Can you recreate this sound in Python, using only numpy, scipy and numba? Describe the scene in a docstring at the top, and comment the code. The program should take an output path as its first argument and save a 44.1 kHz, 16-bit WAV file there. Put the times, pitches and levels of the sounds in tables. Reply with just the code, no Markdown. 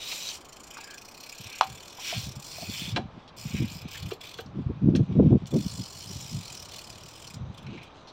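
"""Outdoors along a wall, a bicycle rolls slowly past a far town hum, and gusts buffet the microphone.
The pawls of the freewheel drop over the ratchet teeth: each tick is a burst of tiny contacts into hub resonances.
The chain rattles as dense contacts into its own resonances, and knocks in the drive ring the frame modes.
Wind is noise through a moving resonant low-pass; the town is noise shaped by a spectrum."""
import sys
import numpy as np
from scipy import signal
from scipy.fft import rfft, irfft
from scipy.io import wavfile
from scipy.ndimage import uniform_filter1d
from numba import njit

SR = 44100
rng = np.random.default_rng(int(sys.argv[2]) if len(sys.argv) > 2 else 0)


def persist_wave(psi):
    """Save psi, clipped to +-1, as 16-bit WAV."""
    counts = np.round(np.clip(psi, -1, 1) * 32767).astype(np.int16)
    wavfile.write(sys.argv[1], SR, np.atleast_2d(counts).T)


N = 358091


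def from_db(db):
    """Decibels to amplitude factor."""
    return 10 ** (np.asarray(db) / 20)


def rms_one(x):
    """Scale to an rms of 1."""
    return x / np.sqrt(np.mean(x ** 2) + 1e-20)


def in_time(rows):
    """Columns of a curve, interpolated at every sample."""
    s, *columns = np.transpose(rows)
    return [np.interp(np.arange(N) / SR, s, column) for column in columns]


def drift(rate):
    """Slow chance: noise through a double one-pole low-pass at this rate per second, run in; rms 1."""
    r = np.exp(-2 * np.pi * rate / SR)
    noise = rng.standard_normal(N + SR)
    return rms_one(signal.lfilter([1], [1, -2 * r, r * r], noise)[SR:])


def resonance(x, hz, width_hz):
    """Two-pole band-pass with gain 1 on top."""
    r = np.exp(-np.pi * width_hz / SR)
    feedback = [1, -2 * r * np.cos(2 * np.pi * hz / SR), r * r]
    return signal.lfilter([(1 - r * r) / 2, 0, (r * r - 1) / 2], feedback, x)


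def contacts(per_s, spread_db):
    """Tiny metal contacts at random moments, a few much harder than the rest; rms 1."""
    hardness = np.minimum(rng.exponential(1, N), 5)
    sizes = from_db(spread_db * hardness) * rng.choice([-1, 1], N)
    return rms_one(sizes * (rng.random(N) < per_s / SR))


def noisy_tail(x, tail_db):
    """A short decaying noise tail follows the direct sound, as scattered by ground and wall."""
    t60_s, cut_hz = 0.13, 15000
    t = np.arange(SR // 4) / SR
    tail = rng.standard_normal(len(t)) * from_db(-60 * t / t60_s) * (t > .003)
    tail = signal.lfilter(*signal.butter(1, cut_hz, fs=SR), tail)
    return x + from_db(tail_db) * signal.oaconvolve(x, tail / np.linalg.norm(tail))[:N]


def town():
    """Smooth far traffic and tyre noise: shaped noise whose level drifts slowly."""
    # Spectrum of the hum. Each row: frequency in Hz, relative density in dB per Hz.
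    spectrum = [(30, -2.5), (80, -3), (250, -2), (700, -2.5), (1100, -3), (1800, -14.5), (3500, -18.5),
                (5000, -26), (8000, -44.5), (10500, -57.5), (15000, -55)]
    level_db = -50.5
    point_hz, point_db = np.transpose(spectrum)
    hz = np.maximum(np.fft.rfftfreq(N, 1 / SR), 10)
    shape = from_db(np.interp(np.log(hz), np.log(point_hz), point_db))
    hum = irfft(rfft(rng.standard_normal(N)) * shape, N)
    return from_db(level_db + 1.2 * drift(0.22)) * rms_one(hum)


@njit
def eddies(noise, hz, damping):
    """Resonant low-pass, applied twice, whose corner moves."""
    out, state = np.empty(len(noise)), np.zeros(4)
    for i in range(len(noise)):
        step, x = 2 * np.sin(np.pi * hz[i] / SR), noise[i]
        for k in (0, 2):
            state[k + 1] += step * (x - state[k] - damping * state[k + 1])
            state[k] += step * state[k + 1]
            x = state[k]
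        out[i] = x
    return out


def wind():
    """Lumpy pressure on the microphone port: a flow whose eddy pitch rises with level, and buffets on top."""
    # Air flow on the microphone. Each row: time in seconds, level in dB ahead of the flutter.
    gusts = [(0, -105), (1.4, -73), (2.05, -60), (2.3, -55), (2.5, -56), (2.95, -37), (3.25, -60.5),
             (3.6, -39.5), (4.0, -50.5), (4.25, -60.5), (4.65, -42.5), (5.2, -42), (5.9, -51), (6.3, -47.5),
             (6.6, -54), (7.25, -53.5), (7.55, -51), (8.12, -63)]
    # Single buffets. Each row: centre in seconds, nominal width in seconds, level in dB, nominal eddy pitch in Hz.
    buffets = [(1.408, 0.0093, -38, 162), (1.466, 0.014, -40, 128), (1.715, 0.045, -42, 138),
               (2.18, 0.024, -28.5, 162), (2.24, 0.015, -37, 147), (2.281, 0.039, -35, 142),
               (2.375, 0.021, -35, 160), (2.629, 0.011, -37, 270), (2.695, 0.013, -31.5, 133),
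               (2.881, 0.0079, -34, 184), (2.942, 0.02, -28, 167), (2.986, 0.041, -31, 310),
               (3.056, 0.01, -34, 212), (3.178, 0.011, -39.5, 187), (3.464, 0.013, -28.5, 158),
               (3.55, 0.012, -21, 176), (3.622, 0.035, -21, 170), (3.763, 0.0075, -30.5, 142),
               (3.856, 0.0084, -28.5, 185), (4.05, 0.047, -31.5, 152), (4.467, 0.011, -39, 186),
               (4.503, 0.026, -43, 131), (4.592, 0.044, -28, 175), (4.667, 0.0071, -17.5, 156),
               (4.705, 0.012, -21.5, 240), (4.839, 0.018, -17, 200), (4.886, 0.035, -12.5, 217),
               (4.958, 0.037, -17.5, 197), (5.009, 0.027, -14.5, 182), (5.112, 0.029, -24, 211),
               (5.2, 0.039, -10.5, 252), (5.266, 0.022, -9, 183), (5.326, 0.025, -9.5, 335),
               (5.359, 0.015, -12, 284), (5.429, 0.017, -29, 152), (5.555, 0.026, -17.5, 318),
               (5.584, 0.035, -23, 213), (5.663, 0.011, -23, 193), (5.742, 0.054, -38, 124),
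               (5.805, 0.023, -29.5, 153), (6.114, 0.014, -31.5, 130), (6.166, 0.014, -32.5, 163),
               (6.359, 0.037, -28, 174), (7.366, 0.023, -35.5, 194), (7.425, 0.025, -28.5, 162),
               (7.489, 0.027, -31.5, 142), (7.686, 0.052, -36, 213), (7.743, 0.086, -41.5, 205)]
    eddy_hz, eddy_db_per_octave = 231, 43   # eddy pitch of a -10 dB flow; stronger flow sheds faster eddies

    flow_db = in_time(gusts)[0] + 3.5 * drift(34)
    power = from_db(2 * flow_db)
    pitch_sum = power * eddy_hz * 2 ** ((flow_db + 10.0) / eddy_db_per_octave)
    t = np.arange(N) / SR
    for s, width, db, hz in buffets:
        near = slice(max(round((s - 2 * width) * SR), 0), round((s + 2 * width) * SR))
        puff = from_db(2 * db) * np.exp(-np.abs((t[near] - s) / (0.53 * width)) ** 1.54)
        power[near] += puff
        pitch_sum[near] += 1.028 * hz * puff

    lumps = drift(29.0)   # a harder lump is also a faster one
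    hz = np.clip(pitch_sum / power * 2 ** (0.28 * lumps), 40, 1500)   # the strongest eddy weighs most
    flow = eddies(rng.standard_normal(N), hz, 1.086) / np.sqrt(hz)
    flow = signal.sosfilt(signal.butter(2, 100, "high", fs=SR, output="sos"), flow)
    steady = flow / np.sqrt(uniform_filter1d(flow ** 2, SR // 40) + 1e-20)   # level evened out over 25 ms
    pressure = np.sqrt(power) * from_db(0.12 * lumps) * steady
    return signal.sosfilt(signal.butter(2, 60, "high", fs=SR, output="sos"), pressure)   # the port vents slow pressure


def rattling():
    """Level in dB and best excited Hz of the chain: rattles add in power, and the loudest weighs most on the colour."""
    # The chain runs or shakes. Each row: loudest moment in seconds, rise in seconds per 10 dB,
    # fall in seconds per 10 dB, nominal level in dB, best excited pitch in Hz.
    rattles = [(.05, .3, 0.11, -42, 3800), (.3, 0.18, 0.037, -40, 4000), (.8, 0.074, 0.07, -46, 2260),
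               (.93, 0.11, 0.032, -42.5, 1530), (1.55, 0.16, 0.16, -44.5, 2360),
               (2.1, 0.083, 0.12, -37, 3030), (2.84, 0.2, 0.17, -50.5, 3060),
               (3.57, 0.098, .2, -41.5, 2670), (3.95, 0.09, 0.057, -43, 2920),
               (4.261, 0.025, 0.14, -53.5, 3900), (5.25, 0.47, 0.24, -57, 2700),
               (6.3, 0.44, 1, -54.5, 3800), (7.74, 0.091, 0.13, -49.5, 2330), (8.1, 0.81, .1, -62, 3800)]
    t = np.arange(N) / SR
    power = []
    for s, rise, fall, db, _ in rattles:
        away = np.where(t < s, (s - t) / rise, (t - s) / fall)
        power.append(from_db(2 * db - 20 * away) + 1e-12)
    total = np.sum(power, axis=0)
    return 10 * np.log10(total), np.transpose(rattles)[4] @ np.array(power) / total


def chain():
    """Links and rollers rattle densely; the resonances near the best excited pitch swell most."""
    # Chain and sprocket resonances. Each row: frequency in Hz, width in Hz, relative level in dB.
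    links = [(1630, 38, 10), (1710, 790, -11.5), (2435, 200, 1.5), (3160, 1160, 5), (3070, 1200, 4.5),
             (3880, 250, 2.5), (4070, 200, -23.5), (5990, 360, 7.5)]
    wander_db, wander_per_s = 2, 5   # each resonance wanders on its own
    level_db, best_hz = rattling()
    rattle = contacts(2500, spread_db=2.5) * from_db(1.2 * drift(60))
    rings = np.zeros(N)
    for k, (hz, width_hz, db) in enumerate(links):
        ring_db = db - 20.0 * np.abs(np.log2(hz / best_hz)) + wander_db * drift(wander_per_s)
        rings += (-1) ** k * from_db(ring_db) * resonance(rattle, hz, width_hz)
    rings = signal.sosfilt(signal.butter(4, 7000, fs=SR, output="sos"), rings)   # grease dulls the contacts
    return from_db(level_db + 0.5) * rms_one(rings)


def knocks():
    """A blow and a short rattle: a dead thud, a broad crack, and the nearest frame modes ring on."""
    # Knocks in drive and frame. 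Each row: start in seconds, nominal level in dB, best excited pitch in Hz,
    # length in seconds.
    hits = [(0.12, -19, 2380, 0.008), (0.126, -28.5, 960, .006), (0.288, -20, 4400, 0.005),
            (0.77, -26.5, 1190, 0.0059), (.784, -26, 1030, 0.0066), (1.6106, -5, 1020, 0.0016),
            (1.6108, -12, 2810, 0.0023), (1.631, -19, 2840, 0.0085), (1.984, -31.5, 900, 0.012),
            (2.126, -23.5, 660, 0.0048), (2.583, -32, 640, 0.0043), (2.623, -30.5, 675, 0.012),
            (2.961, -11.5, 2990, 0.016), (2.962, -15, 1470, 0.02), (2.965, -13.5, 705, 0.024),
            (3.278, -35, 3770, 0.022), (3.564, -28, 2180, 0.014), (3.947, -28, 1670, 0.019),
            (4.108, -25.5, 1200, 0.0091), (4.112, -22.5, 2980, .015), (4.118, -20, 393, 0.005),
            (4.387, -24, 1320, 0.011), (4.387, -28, 3080, 0.016), (4.39, -24.5, 480, 0.0069),
            (4.461, -40.5, 4530, 0.0064), (4.952, -25.5, 1540, 0.014), (4.951, -18.5, 3000, 0.021),
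            (4.96, -22.5, 5560, 0.0095), (5.458, -37, 3850, 0.0016), (6.745, -30.5, 3480, 0.0051),
            (7.581, -38.5, 4730, 0.0032), (7.666, -28.5, 2340, 0.0093), (7.743, -47, 2370, 0.013),
            (7.775, -31, 2190, 0.015), (7.818, -32, 2420, 0.018), (8.073, -31.5, 4140, 0.036)]
    # Frame modes. Each row: frequency in Hz, relative level in dB, T60 in seconds.
    frame = [(384, -1.5, 0.04), (769, -0.5, 0.2), (980, -16, 0.03), (1155, 1, 0.027), (2237, 2, 0.045),
             (3210, 11, 0.0069), (4020, 9.5, 0.016), (4230, 14.5, 0.007), (5540, 8, 0.0063)]
    below_db_per_octave = 30   # modes under the best excited pitch are left nearly still
    blows, out = np.zeros((len(frame), N + SR)), np.zeros(N + SR)
    mode_hz, mode_db, _ = np.transpose(frame)
    t = np.arange(SR // 10) / SR
    for s, db, hz, length in hits:
        rattle = rng.standard_normal(len(t))
        force = 0.76 * rattle * np.exp(-(t / length) ** 3) / np.sqrt(length * SR)
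        force[0] += np.sqrt(0.00085 / length)   # short knocks are mostly one blow
        span = slice(round(s * SR), round(s * SR) + len(force))
        distance_db = 9.6 * np.abs(np.log2(mode_hz / hz))
        below_db = below_db_per_octave * np.maximum(np.log2(hz / mode_hz) - .2, 0)
        blows[:, span] += from_db(db + mode_db - 13.5 - distance_db - below_db)[:, None] * force
        thud = resonance(resonance(force, hz, 0.39 * hz), hz, 0.39 * hz) * SR / hz   # twice: a softened contact
        crack = resonance(resonance(force, 4200, 3000), 4200, 3000)
        out[span] += from_db(db + 2.5) * thud + from_db(db + 4) * crack
    for k, (hz, _, t60) in enumerate(frame):
        r, w = from_db(-60 / (t60 * SR)), 2 * np.pi * hz / SR
        ring = signal.lfilter([0, np.sin(w)], [1, -2 * r * np.cos(w), r * r], blows[k] + 1e-18)
        out += (-1) ** k * ring
    return out[:N]


def teeth_passing():
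    """Lone ticks, then teeth counted off the rate of each stretch, one tick per whole tooth: seconds, dB."""
    # Faint lone ticks while pedalling. Each row: time in seconds, nominal level in dB.
    stray_ticks = [(7.543, -63.5), (7.578, -61), (7.627, -66), (7.831, -59.5)]
    # Ratchet teeth passing the pawls, one curve per stretch of coasting or back-pedalling.
    # Each row of a curve: time in seconds, rate in teeth per second.
    ratchet = [
        [(0, 120), (.108, 95), (.306, 97), (.355, 130)],
        [(.369, 24.1), (.807, 30.7), (.904, 30), (.978, 25.4), (1.116, 33.3), (1.668, 35.3), (1.994, 44.5)],
        [(2.0, 97), (2.03, 100), (2.1, 121.7), (2.241, 109.3), (2.266, 48), (2.357, 18.1), (2.444, 49.7),
         (2.617, 89.5), (2.682, 62.3), (2.72, 116.5), (2.818, 99.9), (2.917, 64.1)],
        [(3.368, 70.8), (3.55, 72.3), (3.601, 45.9), (3.651, 29.9), (3.734, 70.1), (3.815, 26.9)],
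        [(3.883, 26.3), (3.932, 53.5), (4.061, 25.1), (4.087, 48.8), (4.133, 38.7)],
        [(4.21, 14.1), (4.235, 64), (4.376, 21.3), (4.404, 50.3)],
        [(5.469, 18.7), (5.587, 50.1), (5.679, 56.6), (5.928, 40.1), (5.987, 60), (6.184, 51.1), (6.31, 61.5),
         (6.384, 44.9), (6.596, 40.5), (6.689, 24.5), (6.715, 47.5), (6.813, 34.8), (7.087, 38.9),
         (7.177, 48.7), (7.339, 25)],
    ]
    # Level of the counted ticks. Each row: time in seconds, nominal level in dB.
    tick_level = [(0, -57), (.1, -46), (.31, -50), (.4, -49.5), (.8, -48), (1.12, -50.5), (1.58, -48),
                  (1.95, -54), (2.05, -49), (2.25, -50), (2.4, -48), (2.65, -50), (2.78, -48),
                  (2.92, -53.5), (3.37, -50.5), (3.55, -48), (3.85, -52), (3.95, -50.5), (4.08, -53),
                  (4.4, -60.5), (5.47, -52), (5.65, -47), (6.2, -45), (6.45, -46.5), (6.65, -47.5),
                  (6.75, -45), (6.95, -51), (7.34, -51)]
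    step_s = .0005
    s, level_db = np.transpose(stray_ticks)
    for stretch in ratchet:
        at, per_s = np.transpose(stretch)
        t = np.arange(at[0], at[-1] + .005, step_s)
        teeth = np.cumsum(np.interp(t, at, per_s)) * step_s
        ticks = np.interp(np.arange(int(teeth[-1]) + 1), teeth, t)
        s = np.append(s, ticks)
        level_db = np.append(level_db, np.interp(ticks, *np.transpose(tick_level)))
    return s, level_db


def freewheel():
    """At each tooth the pawls drop one after another and bounce, exciting the resonances unevenly."""
    # Hub and wheel resonances. Each row: frequency in Hz, width in Hz, relative level in dB.
    hub = [(2110, 29, -38), (2485, 197, -6.5), (3087, 200, -5.5), (3472, 106, -4), (4324, 300, -3.5),
           (5074, 206, 0.5), (5630, 350, -2.5), (7080, 420, -4), (8120, 460, -14), (11800, 440, -10.5),
           (14640, 1300, -14)]
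    # Colour of the ticks as the bicycle turns and tilts. Each row: time in seconds, gain under 4 kHz in dB,
    # gain of the ring from 4 to 4.8 kHz in dB, gain above 9 kHz in dB.
    facing = [(0, 8.5, 7.5, -2), (.6, -1.5, 0, -8), (1.2, 1.5, 3.5, -1), (1.8, 7, -0.5, -2),
              (2.45, 1, 4, -2), (2.9, 11, 6, 1), (3.5, -1, -1.5, 0.5), (4.4, 19.5, 16.5, 7.5),
              (5.5, 3.5, 3.5, -2), (5.85, -2.5, 4.5, -8), (6.2, -2.5, -3.5, -8), (7.3, 3, 3.5, -7),
              (7.5, 14.5, -5, -6)]
    lead_s, spread_s, decay_s = 0.0033, 0.0063, 0.0062   # early start, time until the last pawl drops, bounce
    tick_spread_db = 0.5   # no two teeth are struck alike
    colour_drift_db, memory = 2.5, 0.95   # each resonance swells and fades over several teeth

    s, level_db = teeth_passing()
    at = np.round(np.maximum(s - lead_s, 0) * SR).astype(int)
    t = np.arange(SR // 25) / SR
    cluster = np.where(t < spread_s, 0.34 + 0.2 * t / spread_s, np.exp(-(t - spread_s) / decay_s))
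    chatter = [contacts(9000, spread_db=3.5) for _ in range(2)]   # neighbouring resonances feel other contacts
    low_db, ring_db, top_db = (column[at] for column in in_time(facing))
    uneven = rng.standard_normal((len(at), len(hub) + 1))   # last column: the whole tick
    level_db = level_db + tick_spread_db * uneven[:, -1]
    chance = rng.standard_normal(uneven.shape)
    turning = signal.lfilter([np.sqrt(1 - memory ** 2)], [1, -memory], chance, axis=0)

    out = np.zeros(N)
    for k, (hz, width_hz, db) in enumerate(hub):
        facing_db = [low_db, ring_db, 0, top_db][np.searchsorted([4000, 4800, 9000], hz)]
        uneven_db = 2.7 * uneven[:, k] + colour_drift_db * turning[:, k]
        teeth = np.zeros(N)
        teeth[at] = from_db(level_db + db + facing_db + 18 + uneven_db)
        force = signal.oaconvolve(teeth, cluster)[:N] * chatter[k % 2]
        out += resonance(force + 1e-18, hz, width_hz)
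    return out


def scene():
    """Bicycle, wind and town; hub and chain get a slightly stronger noisy tail, as of the hub rattling on."""
    running = noisy_tail(freewheel() + chain(), tail_db=-9.5)
    knocking = noisy_tail(knocks(), tail_db=-11.5)   # knocks get a weaker one
    return (running + knocking + wind() + town())[None]


def record(dry):
    """Gain control turns loud moments down and recovers; the top is cut."""
    cutoff_hz = 15800
    level_db = 10 * np.log10(uniform_filter1d(dry[0] ** 2, SR // 100) + 1e-12)
    recovery = 60.0 * np.arange(N) / SR   # dB, at 60 dB per s
    held_db = np.maximum.accumulate(level_db + recovery) - recovery
    excess_db = np.maximum(held_db + 19.0, 0)   # above -19 dB
    gain = from_db(-.15 * uniform_filter1d(excess_db, SR // 100))
    return signal.sosfilt(signal.ellip(10, 1, 70, cutoff_hz, fs=SR, output="sos"), dry * gain)


dry = scene()
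out = record(dry)
persist_wave(out)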